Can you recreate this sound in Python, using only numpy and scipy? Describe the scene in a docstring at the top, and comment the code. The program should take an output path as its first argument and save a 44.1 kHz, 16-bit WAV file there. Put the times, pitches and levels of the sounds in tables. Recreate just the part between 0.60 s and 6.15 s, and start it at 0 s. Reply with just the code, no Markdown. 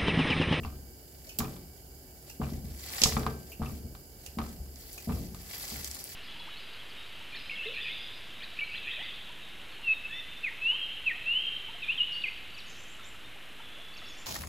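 """A soft sausage is snipped with kitchen scissors, and its pieces thud, slap and roll in a frying pan.
Thuds and slaps excite pan modes; cuts and flops squelch as tiny tears ring a wet pocket of filling.
The thin plastic glove rustles as a spray of ticks with creases snapping; the blades clack with a short ring.
Knocks on the pan come between the drops and after the last one, over the small kitchen's air noise,
hiss and wavering hum."""
import sys
import numpy as np
from scipy import signal
from scipy.fft import rfft, irfft, next_fast_len
from scipy.io import wavfile
from scipy.ndimage import uniform_filter1d

SR = 44100
rng = np.random.default_rng(int(sys.argv[2]) if len(sys.argv) > 2 else 0)


def waveform_to_disk(signal):
    """Save audio, clipped to [-1, 1], as 16-bit WAV at the path in sys.argv[1]."""
    frames = np.transpose(np.atleast_2d(signal))
    scaled = np.clip(frames, -1, 1) * 32767
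    samples = np.round(scaled).astype(np.int16)
    wavfile.write(sys.argv[1], SR, samples)


N = 244755
T = np.arange(N) / SR
RING = T[:SR]  # one second, the longest single sound
CLICK = signal.unit_impulse(SR) * np.ones((2, 1))


def amp(db):
    """Decibels to gain."""
    return 10 ** (np.asarray(db) / 20)


def evened(x):
    """Scales to an rms of one."""
    return x / np.sqrt(np.mean(x ** 2) + 1e-20)


def unit(x):
    """Scales to a mean energy of one per channel."""
    return evened(x) / np.sqrt(x.shape[-1])


def read(points, hz):
    """Reads a table on a log-frequency axis."""
    f, value = np.transpose(points)
    return np.interp(np.log(hz + 1), np.log(f + 1), value)


def add(mix, s, sound):
    """Mixes a sound in at time s."""
    part = mix[:, max(round(s * SR), 0):][:, :sound.shape[-1]]
    part += sound[..., :part.shape[1]]


def panned(db):
    """Gains of the two channels for a left-right difference."""
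    return amp(np.array([[db], [-db]]) / 2)


def colour(x, db_at, size=4096):
    """Causal minimum-phase filter whose gain in dB is a function of frequency."""
    hz = abs(np.fft.fftfreq(size, 1 / SR))
    log_gain = np.log(amp(db_at(hz)) + 1e-5)
    response = np.exp(np.conj(signal.hilbert(log_gain)))
    taps = np.fft.ifft(response).real[:size // 2]
    return signal.fftconvolve(x, taps[None], axes=1)[:, :x.shape[1]]


def bump(f, hz, width):
    """Gain of one resonance in dB."""
    return -10 * np.log10(1 + ((f ** 2 - hz ** 2) / (width * f + 1)) ** 2)


# How alike the two channels of diffuse sound are. Each row: frequency in Hz, likeness from 0 to 1.
STEREO_LIKENESS = [(50, 0.93), (200, 0.84), (500, 0.75), (1000, 0.12), (2000, 0), (4000, 0.044), (16000, 0)]


def diffuse(count, db_at=np.zeros_like):
    """Noise from all sides: alike at both microphones in the bass, unrelated in most of the treble."""
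    size = next_fast_len(count)
    hz = np.fft.rfftfreq(size, 1 / SR)
    a, b = rfft(rng.standard_normal((2, size)))
    same = np.clip(read(STEREO_LIKENESS, hz), -1, 1)
    mid = a * np.sqrt(1 + same)
    side = b * np.sqrt(1 - same)
    spectrum = np.array([mid + side, mid - side]) * amp(db_at(hz))
    return evened(irfft(spectrum, size)[:, :count])


def burst(t60, room_db, room_t60):
    """A quick scatter off nearby things, followed by the kitchen's tail."""
    scatter = unit(amp(-60 * RING / t60))
    tail = amp(room_db) * unit(amp(-60 * RING / room_t60))
    return diffuse(SR) * np.hypot(scatter, tail)


def modes(table, spread):
    """Dying sines; random time offsets (spread in seconds) put the high ones out of step in stereo."""
    out = np.zeros((2, SR))
    for k, (hz, db, t60) in enumerate(table):
        time = RING + spread * rng.standard_normal((2, 1))
        out += (-1) ** k * amp(db - 60 * RING / t60) * np.sin(2 * np.pi * hz * time)
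    return out


# Tone of the kitchen air. Each row: frequency in Hz, relative level in dB.
AIR_COLOUR = [(20, -31), (40, 0.5), (65, 0.5), (130, -9), (185, -10.5), (260, -10.5), (420, -11.5),
              (520, -16), (780, -16), (950, -25.5), (1200, -32.5), (1600, -23), (2000, -44), (3500, -60),
              (9000, -30.5), (11000, -22), (16000, -25)]
# Hissy bands in the air. Each row: centre in Hz, width in Hz, level in dB before panning.
HISS_BANDS = [(2265, 57, -78), (2930, 310, -74.5), (4880, 750, -66.5), (7130, 1900, -66),
              (10200, 1200, -74.5), (13700, 1900, -64)]
# Partials of the appliance hum. Each row: frequency in Hz, rms level in dB.
HUM_PARTIALS = [(70, -59), (135, -66.5), (271, -73), (370, -70), (426, -77.5), (749, -84)]


def kitchen():
    """Steady air noise with a few hissy bands, and an appliance hum whose phase wanders."""
    air = amp(-52) * diffuse(N, lambda f: read(AIR_COLOUR, f))
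    hiss = np.zeros((2, N))
    for hz, width, db in HISS_BANDS:
        hiss += amp(db) * diffuse(N, lambda f: 2 * bump(f, hz, width))
    hum = np.zeros(N)
    for hz, db in HUM_PARTIALS:
        wander = 0.013 * np.cumsum(rng.standard_normal(N))  # radians
        hum += amp(db) * np.sqrt(2) * np.sin(2 * np.pi * hz * T + wander)
    return air + hiss * panned(db=-9) + hum


def swell(s, width):
    """A smooth bell-shaped rise and fall around time s."""
    return np.exp(-.5 * ((T - s) / width) ** 2)


# The grip shifts in the glove. Each row: at full strength from in seconds, held in seconds, level in dB,
# rise in dB per second, fall in dB per second, brightness in dB per octave.
GRIP_SHIFTS = [(2.21, 0.04, -51, 121, 78, 2.3), (2.43, 0.018, -33, 69, 75, -1.15),
               (4.21, 0.17, -50, 150, 20, 1), (4.945, 0.2, -40, 93, 53, -0.1),
               (5.25, 0.35, -45.5, 105, 60, -0.1)]
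HOLD_DB = -61.5  # the film is never quite still
SQUEEZE_DB, SQUEEZE_S = -56, 0.064  # the hand tightens for each cut
FEED_DB, FEED_AFTER_S, FEED_S = -51.5, 0.11, 0.064  # it pushes the sausage on after each drop but the first


def rubbing():
    """How hard the film is rubbed, and how bright: holding, squeezing, feeding and shifts of the grip."""
    power = np.full(N, amp(HOLD_DB) ** 2)
    for s, *_ in CUTS:
        power += (amp(SQUEEZE_DB) * swell(s, SQUEEZE_S)) ** 2
    for s, *_ in DROPS[1:]:
        power += (amp(FEED_DB) * swell(s + FEED_AFTER_S, FEED_S)) ** 2
    bright = np.zeros(N)
    for s, held, db, rise, fall, tilt in GRIP_SHIFTS:
        before, after = np.maximum(s - T, 0), np.maximum(T - s - held, 0)
        grip = amp(db - rise * before - fall * after)
        power += grip ** 2
        bright += tilt * grip ** 2
    return np.sqrt(power), bright / power


def patchy(x, patchy_db, size=256):
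    """Single folds crinkle in turn, each for a few milliseconds in its own band."""
    z = signal.stft(x, nperseg=size)[2]
    folds = rng.standard_normal(z.shape[1:])
    folds = uniform_filter1d(folds, size=20, axis=0)  # across frequency
    folds = evened(uniform_filter1d(folds, size=3, axis=1))  # across time
    return signal.istft(z * amp(patchy_db * folds), nperseg=size)[1][:, :N]


CREASES_PER_S = 18
CREASE_OVER_RUB_DB, CREASE_SPREAD_DB = 15.5, 6
CREASE_HZ = (4970, 12600)  # lowest and highest centre


def creases(level):
    """Chance snaps, as (s, dB, Hz), that follow the strength of the rubbing at that moment."""
    for when, size, pitch in rng.random((round(CREASES_PER_S * N / SR), 3)):
        rub_db = 20 * np.log10(level[int(when * N)])
        db = rub_db + CREASE_OVER_RUB_DB + CREASE_SPREAD_DB * (2 * size - 1)
        yield when * N / SR, db, np.interp(pitch, [0, 1], CREASE_HZ)


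# Distinct creases snap. Each row: start in seconds, energy in dB, centre in Hz.
CREASE_SNAPS = [(3.6642, -18, 6000), (4.159, -24.5, 5600), (4.3302, -18.5, 10500), (4.7467, -26, 6900),
                (5.2454, -9, 5900), (5.276, -19, 6370), (5.3134, -13, 6500), (5.3474, -14, 9500),
                (5.4413, -13, 11500)]
# Tone of the plastic film. Each row: frequency in Hz, relative level in dB.
FILM_COLOUR = [(200, -11), (500, 0.5), (1000, 2), (1700, 3), (3000, 3), (5000, 7), (7400, 5), (8800, -2),
               (11000, 7), (13500, 1.5), (16000, 2)]


def glove():
    """Thin film crackles in a dense spray of tiny ticks; a few creases snap on their own."""
    level, bright = rubbing()
    sizes = amp(3.2 * np.minimum(rng.exponential(1, N), 3.8))
    ticks = sizes * (rng.random(N) < 900 / SR) * rng.choice([-1, 1], N)  # about 900 per second
    scatter = burst(t60=0.0029, room_db=2.5, room_t60=0.071)
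    spray = evened(signal.fftconvolve(ticks[None], scatter, axes=1)[:, :N])
    crinkle = patchy(spray + .55 * diffuse(N), patchy_db=2.4)
    film = evened(colour(crinkle, lambda f: read(FILM_COLOUR, f)))
    # the brightness moves with the grip, pivoting at 6 kHz
    hz, t, z = signal.stft(film, SR, nperseg=256)
    tilt_db = np.interp(t, T, bright) * np.log2(np.maximum(hz, 1000) / 6000)[:, None]
    out = level * signal.istft(z * amp(tilt_db), nperseg=256)[1][:, :N]
    for s, db, centre in CREASE_SNAPS + list(creases(level)):
        snap = .6 * CLICK + burst(t60=.003, room_db=-3, room_t60=.13)
        add(out, s, amp(db) * unit(colour(snap, lambda f: 2 * bump(f, centre, 0.79 * centre))))
    return out


# A piece drops into the pan. Each row: start in seconds, then relative levels in dB of force, rebound,
# deep rocking of the stove, roll and slap, slap brightness in dB per octave, and relative levels in dB
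# of wet squish and last tap.
DROPS = [(0.001, -40.5, -38, 5.5, -51, -13.5, 1.5, -41.5, -46),
         (0.790, -30, -50, -2.5, -48, -7, 3, -47, -27),
         (1.798, -29.5, -45.5, -0.5, -33.5, -9.5, -3.5, -44.5, -44),
         (2.9968, -32.5, -37.5, 4, -36.5, -8, -4.5, -43.5, -25.5),
         (3.771, -33, -33.5, -5, -52, -8, 2, -58, -40),
         (4.473, -30, -28.5, 0, -39.5, -10.5, -3.5, -47, -25)]
# How each piece tumbles. Each row, in seconds from its landing: tips over, rebounds, flops, comes to rest.
TUMBLES = [(.048, .046, .032, .14), (.014, .035, .055, .175), (.018, .043, .036, .29),
           (.022, .036, .062, .354), (.016, .026, .045, .29), (.021, .033, .048, .274)]
# The pan is knocked while the sausage is handled. Each row: start in seconds, relative force in dB, contact
# time in seconds, deep rocking in dB, relative level of the sharp slap in dB, brightness in dB per octave.
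KNOCKS = [(2.415, -39.5, 0.00058, 9, -29, 0), (2.458, -35, 0.0014, -3.5, 0.5, -7.5),
          (2.523, -26.5, 0.0095, 1, -13.5, 9.5), (2.5679, -28.5, 0.0018, -6.5, -1.5, 1),
          (2.633, -49, 0.0033, -2, -16, 3.5), (2.6654, -34.5, 0.0018, 0, -2, 1),
          (3.984, -33, 0.016, 4.5, -40, -2), (5.12, -44, 0.0013, 7.5, -27, -2),
          (5.152, -46, 0.0029, 0, -35, 2)]
FIRST_CONTACT_S, SOFT_CONTACT_S = 0.0022, 0.0038  # the first blow is harder than the rebound and the roll
REBOUND_ROCK_DB, ROLL_ROCK_DB = 2.5, 6  # the first adds to the landing's rocking
ROLL_STEP_S, ROLL_FADE_DB_PER_S = 0.122, 28  # one bump for each face that rolls by


def pan_thuds():
    """Every dull blow, as (s, dB, contact s, rocking dB): landing, rebound and fading roll; and the knocks."""
    for (s, db, rebound_db, rock_db, roll_db, *_), (_, rebound, _, rest) in zip(DROPS, TUMBLES):
        yield s, db, FIRST_CONTACT_S, rock_db
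        yield s + rebound, rebound_db, SOFT_CONTACT_S, rock_db + REBOUND_ROCK_DB
        for age in np.arange(ROLL_STEP_S, rest, ROLL_STEP_S):
            fade_db = ROLL_FADE_DB_PER_S * (age - ROLL_STEP_S)
            yield s + age, roll_db - fade_db, SOFT_CONTACT_S, ROLL_ROCK_DB
    for s, db, contact, rock_db, *_ in KNOCKS:
        yield s, db, contact, rock_db


# Modes of the pan on its stove. Each row: frequency in Hz, relative level in dB, 60 dB decay in seconds.
PAN_MODES = [(46.2, -12.5, 0.39), (69.46, -3.5, 1), (87.4, -0.5, 0.22), (134.7, -1, 0.5), (177, -10, 1),
             (195, -22, 0.99), (226, -5, 0.47), (242.7, -2.5, 0.28), (280, -23, 0.42), (314, -16, 0.27),
             (367, -17, 0.72), (430.7, -8, 0.4), (459.4, -9.5, 0.37), (678, -14, 0.24), (752, -4, 0.15),
             (786, -23, 0.067), (799, -3, 0.089), (913, -13, 0.14), (981, -11, 0.085), (1164, -6, 0.15),
             (1175, -21, 0.047), (1248, -2, 0.069), (1292, -19.5, 0.25), (1570, -19.5, 0.67),
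             (2330, -22.5, 0.41)]


def thuds():
    """Soft meat pushes the pan floor: the longer the contact, the duller the boom."""
    out = np.zeros((2, N))
    floor = 3 * amp(-60 * RING / .045) * np.sin(2 * np.pi * 215 * RING) * (1 - np.exp(-RING / .002))
    # the rest of the pan and the stove follow more slowly
    ring = modes(PAN_MODES, spread=.0001) * (1 - np.exp(-RING / 0.014))
    room_colour = [(24, -19), (45, 1.5), (140, -2.5), (250, -0.5), (450, -7), (800, -4), (2000, -50)]
    for s, db, contact, rock_db in pan_thuds():
        scatter = burst(t60=0.086, room_db=18, room_t60=0.82)
        room = unit(colour(scatter, lambda f: read(room_colour, f)))
        boom = floor + amp(-2) * ring + amp(28) * room
        softness = lambda f: -10 * np.log10(1 + (f * contact) ** 4)
        rocking = lambda f: read([(80, rock_db), (125, 0)], f)
        add(out, s, amp(db) * colour(boom, lambda f: softness(f) + rocking(f)))
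    return out * panned(db=1.35)


# The wet face skids in small fading taps after tipping over: delays in seconds.
SKID_STEPS_S = (0.007, 0.016, 0.029, 0.052, 0.077)
SKID_DB, SKID_FADE_DB_PER_S, SKID_TILT = -11, 98, 3.1  # level re the slap; tilt in dB per octave
FLOP_SLAP_DB, FLOP_TILT = -11, 1.7  # re the tipping slap; dB per octave
SETTLE_TILT = 7.6  # dB per octave


def pan_slaps():
    """Every sharp contact, as (s, dB, brightness): a piece tips, skids, flops and settles; and the knocks."""
    for (s, *_, db, tilt, _, rest_db), (tip, _, flop, rest) in zip(DROPS, TUMBLES):
        yield s + tip, db, tilt
        for age in SKID_STEPS_S:
            yield s + tip + age, db + SKID_DB - SKID_FADE_DB_PER_S * age, SKID_TILT
        yield s + flop, db + FLOP_SLAP_DB, FLOP_TILT
        yield s + rest, rest_db, SETTLE_TILT
    for s, *_, db, tilt in KNOCKS:
        yield s, db, tilt


# Tone of wet meat on metal. 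Each row: frequency in Hz, relative level in dB.
SLAP_COLOUR = [(150, 10), (400, -17), (600, -3.5), (780, 0), (1250, 7), (1450, -4), (2300, -11),
               (4000, -17), (8000, -32), (16000, -35)]


def slaps():
    """The piece tips onto a wet face, which rings the pan's higher modes."""
    out = np.zeros((2, N))
    high_modes = [(200, -60.5), (450, -2), (700, 1)]
    ring = unit(colour(modes(PAN_MODES, spread=.00006), lambda f: read(high_modes, f)))
    for s, db, tilt in pan_slaps():
        contact = .8 * CLICK + burst(t60=.045, room_db=-4.5, room_t60=.33)
        smack = unit(colour(contact, lambda f: read(SLAP_COLOUR, f)))
        brightness = lambda f: tilt * np.log2(np.clip(f, 500, 5000) / 1000)
        add(out, s, amp(db) * unit(colour(smack + amp(-7) * ring, brightness)))
    return amp(2) * out


# The blades squeeze through skin and filling. Each row: start in seconds, relative level in dB,
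# pitch of the wet pocket in Hz, edge scrape against it in dB.
CUTS = [(0.691, -44.5, 2660, 0.5), (1.696, -50.5, 2820, 8), (2.917, -45.5, 2650, 0.5),
        (3.66, -49, 2780, 6.5), (4.378, -45, 2660, 2.5)]
CUT_S = 0.025
# the filling gives with a low gulp just before the skin parts
GULP_LEAD_S, GULP_DB, GULP_HZ, GULP_SCRAPE_DB = 0.021, -7.5, 630, 2
# the filling is squashed as the piece flops
SQUISH_S, SQUISH_HZ, SQUISH_SCRAPE_DB = 0.015, 2630, -9.5
# then the wet face peels off the metal
PEEL_AFTER_S, PEEL_DB, PEEL_HZ, PEEL_SCRAPE_DB = 0.024, -11, 4680, -16


def squeezes():
    """Every squeeze, as (s, dB, length s, Hz, scrape dB): gulp and tear per cut, squish and peel per flop."""
    for s, db, hz, scrape_db in CUTS:
        yield s - GULP_LEAD_S, db + GULP_DB, CUT_S, GULP_HZ, GULP_SCRAPE_DB
        yield s, db, CUT_S, hz, scrape_db
    for (s, *_, db, _), (_, _, flop, _) in zip(DROPS, TUMBLES):
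        yield s + flop, db, SQUISH_S, SQUISH_HZ, SQUISH_SCRAPE_DB
        yield s + flop + PEEL_AFTER_S, db + PEEL_DB, SQUISH_S, PEEL_HZ, PEEL_SCRAPE_DB


def squelches():
    """Tiny wet tears sound through a pocket in the filling, along with a brighter scrape."""
    out = np.zeros((2, N))
    scrape_colour = [(800, -4.5), (2500, -11), (6000, 1), (9000, -9), (13000, -1.5), (16000, -6)]
    for s, db, length, hz, scrape_db in squeezes():
        age = RING / length
        sizes = amp(2 * np.minimum(rng.exponential(1, SR), 4))
        tears = sizes * (rng.random(SR) < 4000 / SR) * rng.choice([-1, 1], SR)  # about 4000 per second
        tears = tears * (1 - np.exp(-age / 0.039)) * np.exp(-age / .5)
        scatter = burst(t60=0.0023, room_db=-7, room_t60=0.3)
        heard = signal.fftconvolve(tears[None], scatter, axes=1)
        wet = unit(colour(heard, lambda f: 2 * bump(f, hz, 0.24 * hz)))
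        scrape = unit(colour(heard, lambda f: read(scrape_colour, f)))
        add(out, s, amp(db) * np.sqrt(length * SR) * (wet + amp(scrape_db) * scrape))
    return amp(-5) * out * panned(db=-2.5)


# Steel meets steel. Each row: start in seconds, level in dB before panning,
# brightness in dB per octave above 6 kHz, left-right difference in dB.
CLACKS = [(0.7874, 0.5, 15, -9.5), (0.7935, -9, 17.5, 17), (2.4177, 4.5, -5, -2), (2.436, 12, -1.5, -3.5)]
# Tone of the blade contact. Each row: frequency in Hz, relative level in dB.
CLACK_COLOUR = [(300, -9), (1700, -19), (2500, -5.5), (3800, -2.5), (5200, 1), (7200, -3.5), (8100, -3.5),
                (8500, -19), (10500, -11), (12500, -13), (15500, -20)]
# Modes of the blades. Each row: frequency in Hz, relative level in dB, 60 dB decay in seconds.
BLADE_MODES = [(3756, -5, .2), (4911, -7, .2), (5076, 0, .27), (5511, -2, .25), (5640, -4, .25),
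               (5679, -4, .22), (5950, -6, .18), (6273, -2, .23), (6647, -5, .2), (6929, 0, .22),
               (7110, -1, .2), (7914, -5, .14)]


def clacks():
    """The blades knock together and ring briefly, damped by the hand."""
    out = np.zeros((2, N))
    for s, db, tilt, pan_db in CLACKS:
        strike = .22 * CLICK + .6 * unit(diffuse(SR) * amp(-60 * RING / .009))
        crack = strike + burst(t60=0.043, room_db=-6, room_t60=0.25)
        ring = .36 * unit(modes(BLADE_MODES, spread=.00004))
        steel = unit(colour(crack, lambda f: read(CLACK_COLOUR, f))) + ring
        brightness = lambda f: tilt * np.log2(np.maximum(f / 6000, 1))
        add(out, s, amp(db) * panned(pan_db) * unit(colour(steel, brightness)))
    return out


def scene():
    """Everything heard from above the pan."""
    return kitchen() + glove() + thuds() + slaps() + squelches() + clacks()


def record(dry):
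    """A steep linear-phase low-pass limits the band to 15.8 kHz."""
    low_pass = signal.firwin(1023, 15800, window=("kaiser", 9), fs=SR)
    return signal.oaconvolve(dry, low_pass[None], "same")


dry = scene()
out = record(dry)
waveform_to_disk(out)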